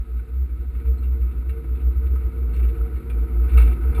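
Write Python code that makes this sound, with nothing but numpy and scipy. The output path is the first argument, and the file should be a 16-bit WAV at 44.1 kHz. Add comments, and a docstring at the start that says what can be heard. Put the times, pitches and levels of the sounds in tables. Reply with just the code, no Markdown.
"""A wheeled bobsled gathers speed down a concrete track, heard from on board.
Its hull booms near 60 Hz in uneven swells and now and then hums. The wheels rumble and grind,
making the hull and panels ring, while air hisses past. Bumps knock the sled and shake loose
fittings, metal parts chink and clack, and grit cracks under the wheels.
The recorder adds a thin fizz that follows the sound."""
import sys
import numpy as np
from scipy import signal
from scipy.fft import rfft, irfft, next_fast_len
from scipy.io import wavfile
from scipy.ndimage import uniform_filter1d, map_coordinates

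SR = 44100
rng = np.random.default_rng(int(sys.argv[2]) if len(sys.argv) > 2 else 0)


def store_pcm(level_fs):
    """Save levels as 16-bit WAV."""
    pcm = np.round(np.clip(level_fs, -1, 1) * 32767).astype(np.int16)
    wavfile.write(sys.argv[1], SR, np.atleast_2d(pcm).T)


N = 176400

# swells of the hull's boom (t/s, level/dB); all levels are relative
BOOM_SWELLS = [(0, -19), (0.048, -66), (0.168, -21), (0.269, -55.5), (0.424, -17.5), (0.484, -41),
               (0.53, -21), (0.584, -38.5), (0.608, -20), (0.64, -33), (0.69, -21.5), (0.721, -42.5),
               (0.771, -19.5), (0.831, -41), (0.9, -13.5), (0.982, -34), (1.012, -21.5), (1.132, -17),
               (1.191, -28), (1.226, -15), (1.338, -42), (1.389, -19), (1.428, -28.5), (1.509, -19),
               (1.549, -34), (1.58, -23), (1.628, -37), (1.738, -18.5), (1.798, -36), (1.88, -13),
               (1.942, -35.5), (1.979, -14.5), (2.02, -25), (2.062, -16), (2.09, -25), (2.12, -15),
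               (2.232, -28), (2.258, -16), (2.307, -36.5), (2.45, -19), (2.54, -23.5), (2.661, -13.5),
               (2.759, -36), (2.819, -16.5), (2.888, -37.5), (2.96, -21), (3.011, -57), (3.232, -16.5),
               (3.27, -39.5), (3.41, -14), (3.47, -16.5), (3.502, -36.5), (3.57, -7), (3.773, -28),
               (3.904, -14), (3.932, -36), (4, -14)]
# pitch of the boom (t/s, f/Hz)
BOOM_PITCHES = [(0,56),(.45,62),(.95,65.5),(1.25,59.5),(1.8,63.5),(2.2,63),(2.6,56.5),(3.3,59.5),(4,60)]
# strength of the rumble, rising with speed (t/s, level/dB)
RUMBLE_LEVELS = [(0,-48.5),(.35,-44.5),(.68,-44),(.87,-41.5),(1.75,-40.5),(2.6,-37.5),(3.4,-37),(3.66,-33),(3.82,-36.5),(4,-31.5)]
# dull tone of wheels and wind (f/Hz, level/dB)
RUMBLE_SPECTRUM = [(20,-15.5),(60,4),(105,0),(165,-2.5),(215,-10.5),(300,-14.5),(400,-21),(500,-19.5),(560,-34.5),(900,-46.5),(2000,-72)]
# the hull's low modes: pitches it rings at (f/Hz, width/Hz, level/dB)
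HULL_MODES = [(242.9,18.3,0),(311,15,-5.5),(335.2,25,0),(379,6,-8),(449.8,12.5,1)]
# strength of the wheels' grind (t/s, level/dB)
GRIND_LEVELS = [(0,-58),(.7,-57.5),(.9,-55),(1.7,-54),(2.2,-52),(2.45,-53),(2.6,-50.5),(3.35,-51),(3.48,-46.5),(3.6,-40.5),(3.78,-47.5),(3.9,-47),(4,-41.5)]
# ringing of the panels (f/Hz, width/Hz, level/dB)
PANEL_MODES = [(736,20,-2),(759,23,-9),(953,60,-6.5),(1242,17,-10.5),(1283.6,29.5,1.5),(1322.4,63,-2.5),(1471,39,-1.5),(2260,233,-12.5),(2544,150,-20.5)]
# gritty noise of the concrete (f/Hz, level/dB)
GRIT_SPECTRUM = [(550,-17),(850,-6),(1400,6.5),(1650,-7.5),(2100,3),(2750,-11),(3000,-20.5),(4100,-15),(5400,-22.5),(6000,-34.5),(15000,-43.5)]
# ringing of the loose fittings (f/Hz, width/Hz, level/dB)
FITTING_MODES = [(1305,52,2),(1570,130,-3),(1830,150,-3),(2223,63,2.5),(2334,95,4),(2550,130,0),(2639,59,-3.5),(3140,32,-13.5),(3535,130,-7.5),(3820,48,-9),(4200,56,-11.5)]
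# hiss of passing air (f/Hz, level/dB)
AIR_SPECTRUM = [(300,0),(2500,3.5),(3100,-5.5),(3700,0.5),(5900,-15.5),(6800,-13.5),(15000,-23)]
# jolts to the fittings (t/s, level/dB, length/s, brightness/dB per octave)
RATTLE_BURSTS = [(0.167,-59,0.035,1.5),(0.749,-54,0.0098,0),(0.798,-51.5,0.0055,-4.5),(0.857,-53.5,0.02,-1.5),(1.024,-58.5,0.027,2),(1.212,-55,0.0048,-1.5),(1.312,-59,0.014,1.5),(1.492,-47.5,0.005,-1),(1.75,-55.5,0.022,5),(1.794,-54,0.024,3),(2.063,-53.5,0.013,2),(2.154,-58,.015,-2.5),(2.53,-51,0.034,4),(2.567,-50.5,.012,1.5),(2.592,-46,0.01,-4.5),(2.625,-48,0.023,-5),(2.683,-52.5,0.02,1.5),(2.955,-52.5,0.018,4),(3.099,-46.5,0.011,-4.5),(3.49,-48,0.017,4.5),(3.533,-48,0.014,2.5),(3.574,-35,.022,1.5),(3.605,-40,0.024,0),(3.644,-47,0.037,1.5),(3.697,-48,0.037,2.5),(3.947,-46,0.026,5)]
# wheels hitting rough spots (t/s, level/dB)
KNOCK_HITS = [(0.191,-45),(2.156,-37.5),(2.809,-35.5),(3.1,-39.5),(3.577,-24)]
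# tone of a wheel's blow (f/Hz, level/dB)
KNOCK_SPECTRUM = [(700,-9),(1300,5.5),(2200,-11),(4000,-19.5)]
# peaks of the hull's hum (t/s, level/dB)
HUM_SWELLS = [(0.876,-40.5),(1.27,-47),(1.568,-39),(2.73,-38.5),(3.59,-41)]
# chinks of a loose metal ring (t/s, level/dB)
CHINK_HITS = [(0.911,-66),(0.937,-63.5),(.982,-57.5),(1.024,-60.5)]
# its one tone (f/Hz, level/dB, time to fade 60 dB/s)
CHINK_TONES = [(4150,0.5,0.091)]
# clacks of larger metal parts (t/s, level/dB, f/Hz)
CLACK_HITS = [(1.035,-52.5,2735),(1.496,-50.5,2705),(3.1,-42,2384)]
# their tones (multiple of f, level/dB, time to fade 60 dB/s)
CLACK_TONES = [(0.998,0.5,0.18),(1.4,-7,0.057)]
# grit cracking (t/s, level/dB)
TICK_HITS = [(2.153,-55),(2.563,-52.5),(3.576,-55)]
# its bright ringing (f/Hz, width/Hz, level/dB)
CRACK_MODES = [(5360,340,0.5),(6640,350,-4.5)]
# how much of each frequency feeds the fizz (f/Hz, level/dB)
FIZZ_FEED = [(20,-62),(60,-45.5),(250,-34),(455,-30),(1280,-20),(2300,-12.5),(3500,-8),(5400,-1),(6500,-46.5)]
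# the recorder's tone (f/Hz, level/dB)
RECORDER_TONE = [(20,2.5),(7000,-5),(9500,-3.5),(12000,1.5),(14500,-6),(15300,-9)]

GRAINS_PER_S, GRAIN_SPREAD_DB = 2500, 5


def amp(db):
    """Turn decibels into a gain."""
    return 10 ** (np.asarray(db) / 20)


def unit(x):
    """Scale x to an average power of 1."""
    return x / np.sqrt(np.mean(x ** 2) + 1e-20)


def curve(rows):
    """Join (time, value) rows with straight lines, one value per sample."""
    return np.interp(np.arange(N) / SR, *np.transpose(rows))


def wobble(rate):
    """A smooth curve through `rate` random points a second."""
    points = rng.standard_normal(int(N * rate / SR) + 4)
    return map_coordinates(points, [np.arange(N) * rate / SR])


def filtered(x, response):
    """Scale each frequency f in x by response(f)."""
    size = next_fast_len(len(x) + SR // 4)
    return irfft(rfft(x, size) * response(np.fft.rfftfreq(size, 1 / SR)), size)[:len(x)]


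def coloured(x, spectrum):
    """Shape the tone of x with (f/Hz, level/dB) rows."""
    hz, db = np.transpose(spectrum)
    return filtered(x, lambda f: amp(np.interp(np.log(f + 1), np.log(hz), db)))


def ring(x, modes):
    """Make x ring by keeping a narrow band around each mode."""
    def band(f, hz, width):
        return 1j * f * width / (hz * hz - f * f + 1j * f * width)
    return filtered(x, lambda f: sum(amp(db) * band(f, hz, w) * band(f, hz, 5 * w)
                                     for hz, w, db in modes))


def grains(rate, spread_db, size=N):
    """Tiny random impacts of uneven size, about `rate` a second."""
    sizes = rng.choice([-1, 1], size) * amp(spread_db * rng.standard_normal(size))
    return unit(sizes * (rng.random(size) < rate / SR))


def struck(strikes, tones, blur_hz=26):
    """Struck metal rings with fading tones, never twice quite alike."""
    out, t = np.zeros(N + SR), np.arange(SR // 4) / SR
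    for start, db in strikes:
        for hz, level, fade_s in tones:
            drift = np.cumsum(rng.standard_normal(len(t))) * np.sqrt(2 * np.pi * blur_hz / SR)
            fade = amp(db + level + rng.standard_normal() - 60 * t / fade_s)
            out[round(start * SR):][:len(t)] += fade * np.sin(2 * np.pi * hz * t + drift)
    return out[:N]


def boom(wander_hz=2.607, gain_db=-1.26):
    """The hull's lowest note swells and sinks, its pitch wandering."""
    pitch = curve(BOOM_PITCHES) + wander_hz * wobble(16)
    swell = curve([(time, amp(db + gain_db)) for time, db in BOOM_SWELLS])
    swell = uniform_filter1d(swell, size=500)  # round off the corners
    return np.sqrt(2) * swell * np.sin(2 * np.pi * np.cumsum(pitch) / SR)


def rumble(broad_db=-1, hull_db=-3.5):
    """Wheels and wind shake the hull harder as speed builds."""
    broad = unit(coloured(rng.standard_normal(N), RUMBLE_SPECTRUM))
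    hull = unit(ring(rng.standard_normal(N), HULL_MODES))
    return amp(curve(RUMBLE_LEVELS)) * (amp(broad_db) * broad + amp(hull_db) * hull)


def grind(grit_db=-5.5, judder_db=1.2, gain_db=-0.5):
    """Grains of concrete under the wheels set the panels ringing."""
    panels = unit(ring(grains(GRAINS_PER_S, GRAIN_SPREAD_DB), PANEL_MODES))
    grit = unit(coloured(rng.standard_normal(N), GRIT_SPECTRUM))
    level = curve(GRIND_LEVELS) + judder_db * wobble(70) + gain_db
    return amp(level) * (panels + amp(grit_db) * grit)


def chatter(gain_db=-17.5, swing_db=7):
    """The rough ride keeps the fittings trembling in small, uneven fits."""
    shake = unit(ring(grains(GRAINS_PER_S, GRAIN_SPREAD_DB), FITTING_MODES))
    level = curve(GRIND_LEVELS) + gain_db + swing_db * np.tanh(wobble(24))
    return amp(level) * shake


def air(gain_db=-64):
    """Air streams past with a steady hiss."""
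    return amp(gain_db) * unit(coloured(rng.standard_normal(N), AIR_SPECTRUM))


def rattles(hits_per_s=2500, settle_s=0.012, vary_db=2):
    """Each jolt strikes the fittings, which rattle for a moment, then settle."""
    out, t = np.zeros(N + SR), np.arange(SR // 8) / SR
    click = 1. * (t == 0)
    for start, db, length, brightness in RATTLE_BURSTS:
        modes = [(hz, width, level + brightness * np.log2(hz / 2400) + vary_db * rng.standard_normal())
                 for hz, width, level in FITTING_MODES]
        hits = grains(hits_per_s, spread_db=1.5, size=len(t))
        hits[0] = 8  # a hard first hit
        tone = ring(click, modes)[:1500]  # the sound of one hit
        shake = hits * np.exp(-np.maximum(t - length, 0) / settle_s)
        rattle = signal.fftconvolve(shake, tone / np.linalg.norm(tone))[:len(t)]
        out[round(start * SR):][:len(t)] += amp(db) * rattle
    return out[:N]


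def knocks(decay_s=0.003):
    """Short blows from the track ring the panels."""
    out, t = np.zeros(N + SR), np.arange(SR // 8) / SR
    for start, db in KNOCK_HITS:
        blow = coloured(rng.standard_normal(len(t)), KNOCK_SPECTRUM) * np.exp(-t / decay_s)
        knock = ring(blow, PANEL_MODES)
        out[round(start * SR):][:len(t)] += amp(db) * knock / np.abs(knock).max()
    return out[:N]


def hum(pitch_hz=457.3, wander_hz=5.04, half_length_s=0.056):
    """Now and then the wheels shake one note of the hull into a brief hum."""
    t = np.arange(N) / SR
    swell = sum(amp(db) * np.exp(-((t - peak) / half_length_s) ** 2) for peak, db in HUM_SWELLS)
    pitch = pitch_hz + wander_hz * wobble(20)
    return swell * np.sin(2 * np.pi * np.cumsum(pitch) / SR)


def chinks():
    """A small metal ring chinks when it is tossed."""
    return struck(CHINK_HITS, CHINK_TONES)


def clacks():
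    """Larger metal parts clack against the frame, each at its own pitch."""
    out = np.zeros(N)
    for start, db, hz in CLACK_HITS:
        tones = [(hz * ratio, level, fade_s) for ratio, level, fade_s in CLACK_TONES]
        out += struck([(start, db)], tones)
    return out


def ticks(decay_s=0.004):
    """Bits of grit crack under the wheels."""
    out, t = np.zeros(N + SR), np.arange(SR // 8) / SR
    for start, db in TICK_HITS:
        crack = ring(rng.standard_normal(len(t)) * np.exp(-t / decay_s), CRACK_MODES)
        out[round(start * SR):][:len(t)] += amp(db) * crack / np.abs(crack).max()
    return out[:N]


def scene():
    """Rolling and jolts come through the sled's body; the air hisses outside."""
    rolling = boom() + rumble() + hum() + grind() + chatter()
    jolts = rattles() + knocks() + clacks() + chinks() + ticks()
    return (rolling + jolts + air())[None]


def record(dry, mirror_hz=12000, top_hz=15300):
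    """The recorder adds a faint fizz, shapes the tone and cuts off the highest treble."""
    sound = dry[0]
    # multiplying by a high tone mirrors the sound on both sides of that tone
    high_tone = 2 * np.cos(2 * np.pi * mirror_hz * np.arange(N) / SR)
    fizz = high_tone * coloured(sound, FIZZ_FEED)
    shaped = coloured(sound + fizz, RECORDER_TONE)
    return filtered(shaped, lambda f: f < top_hz)[None]


dry = scene()
out = record(dry)
store_pcm(out)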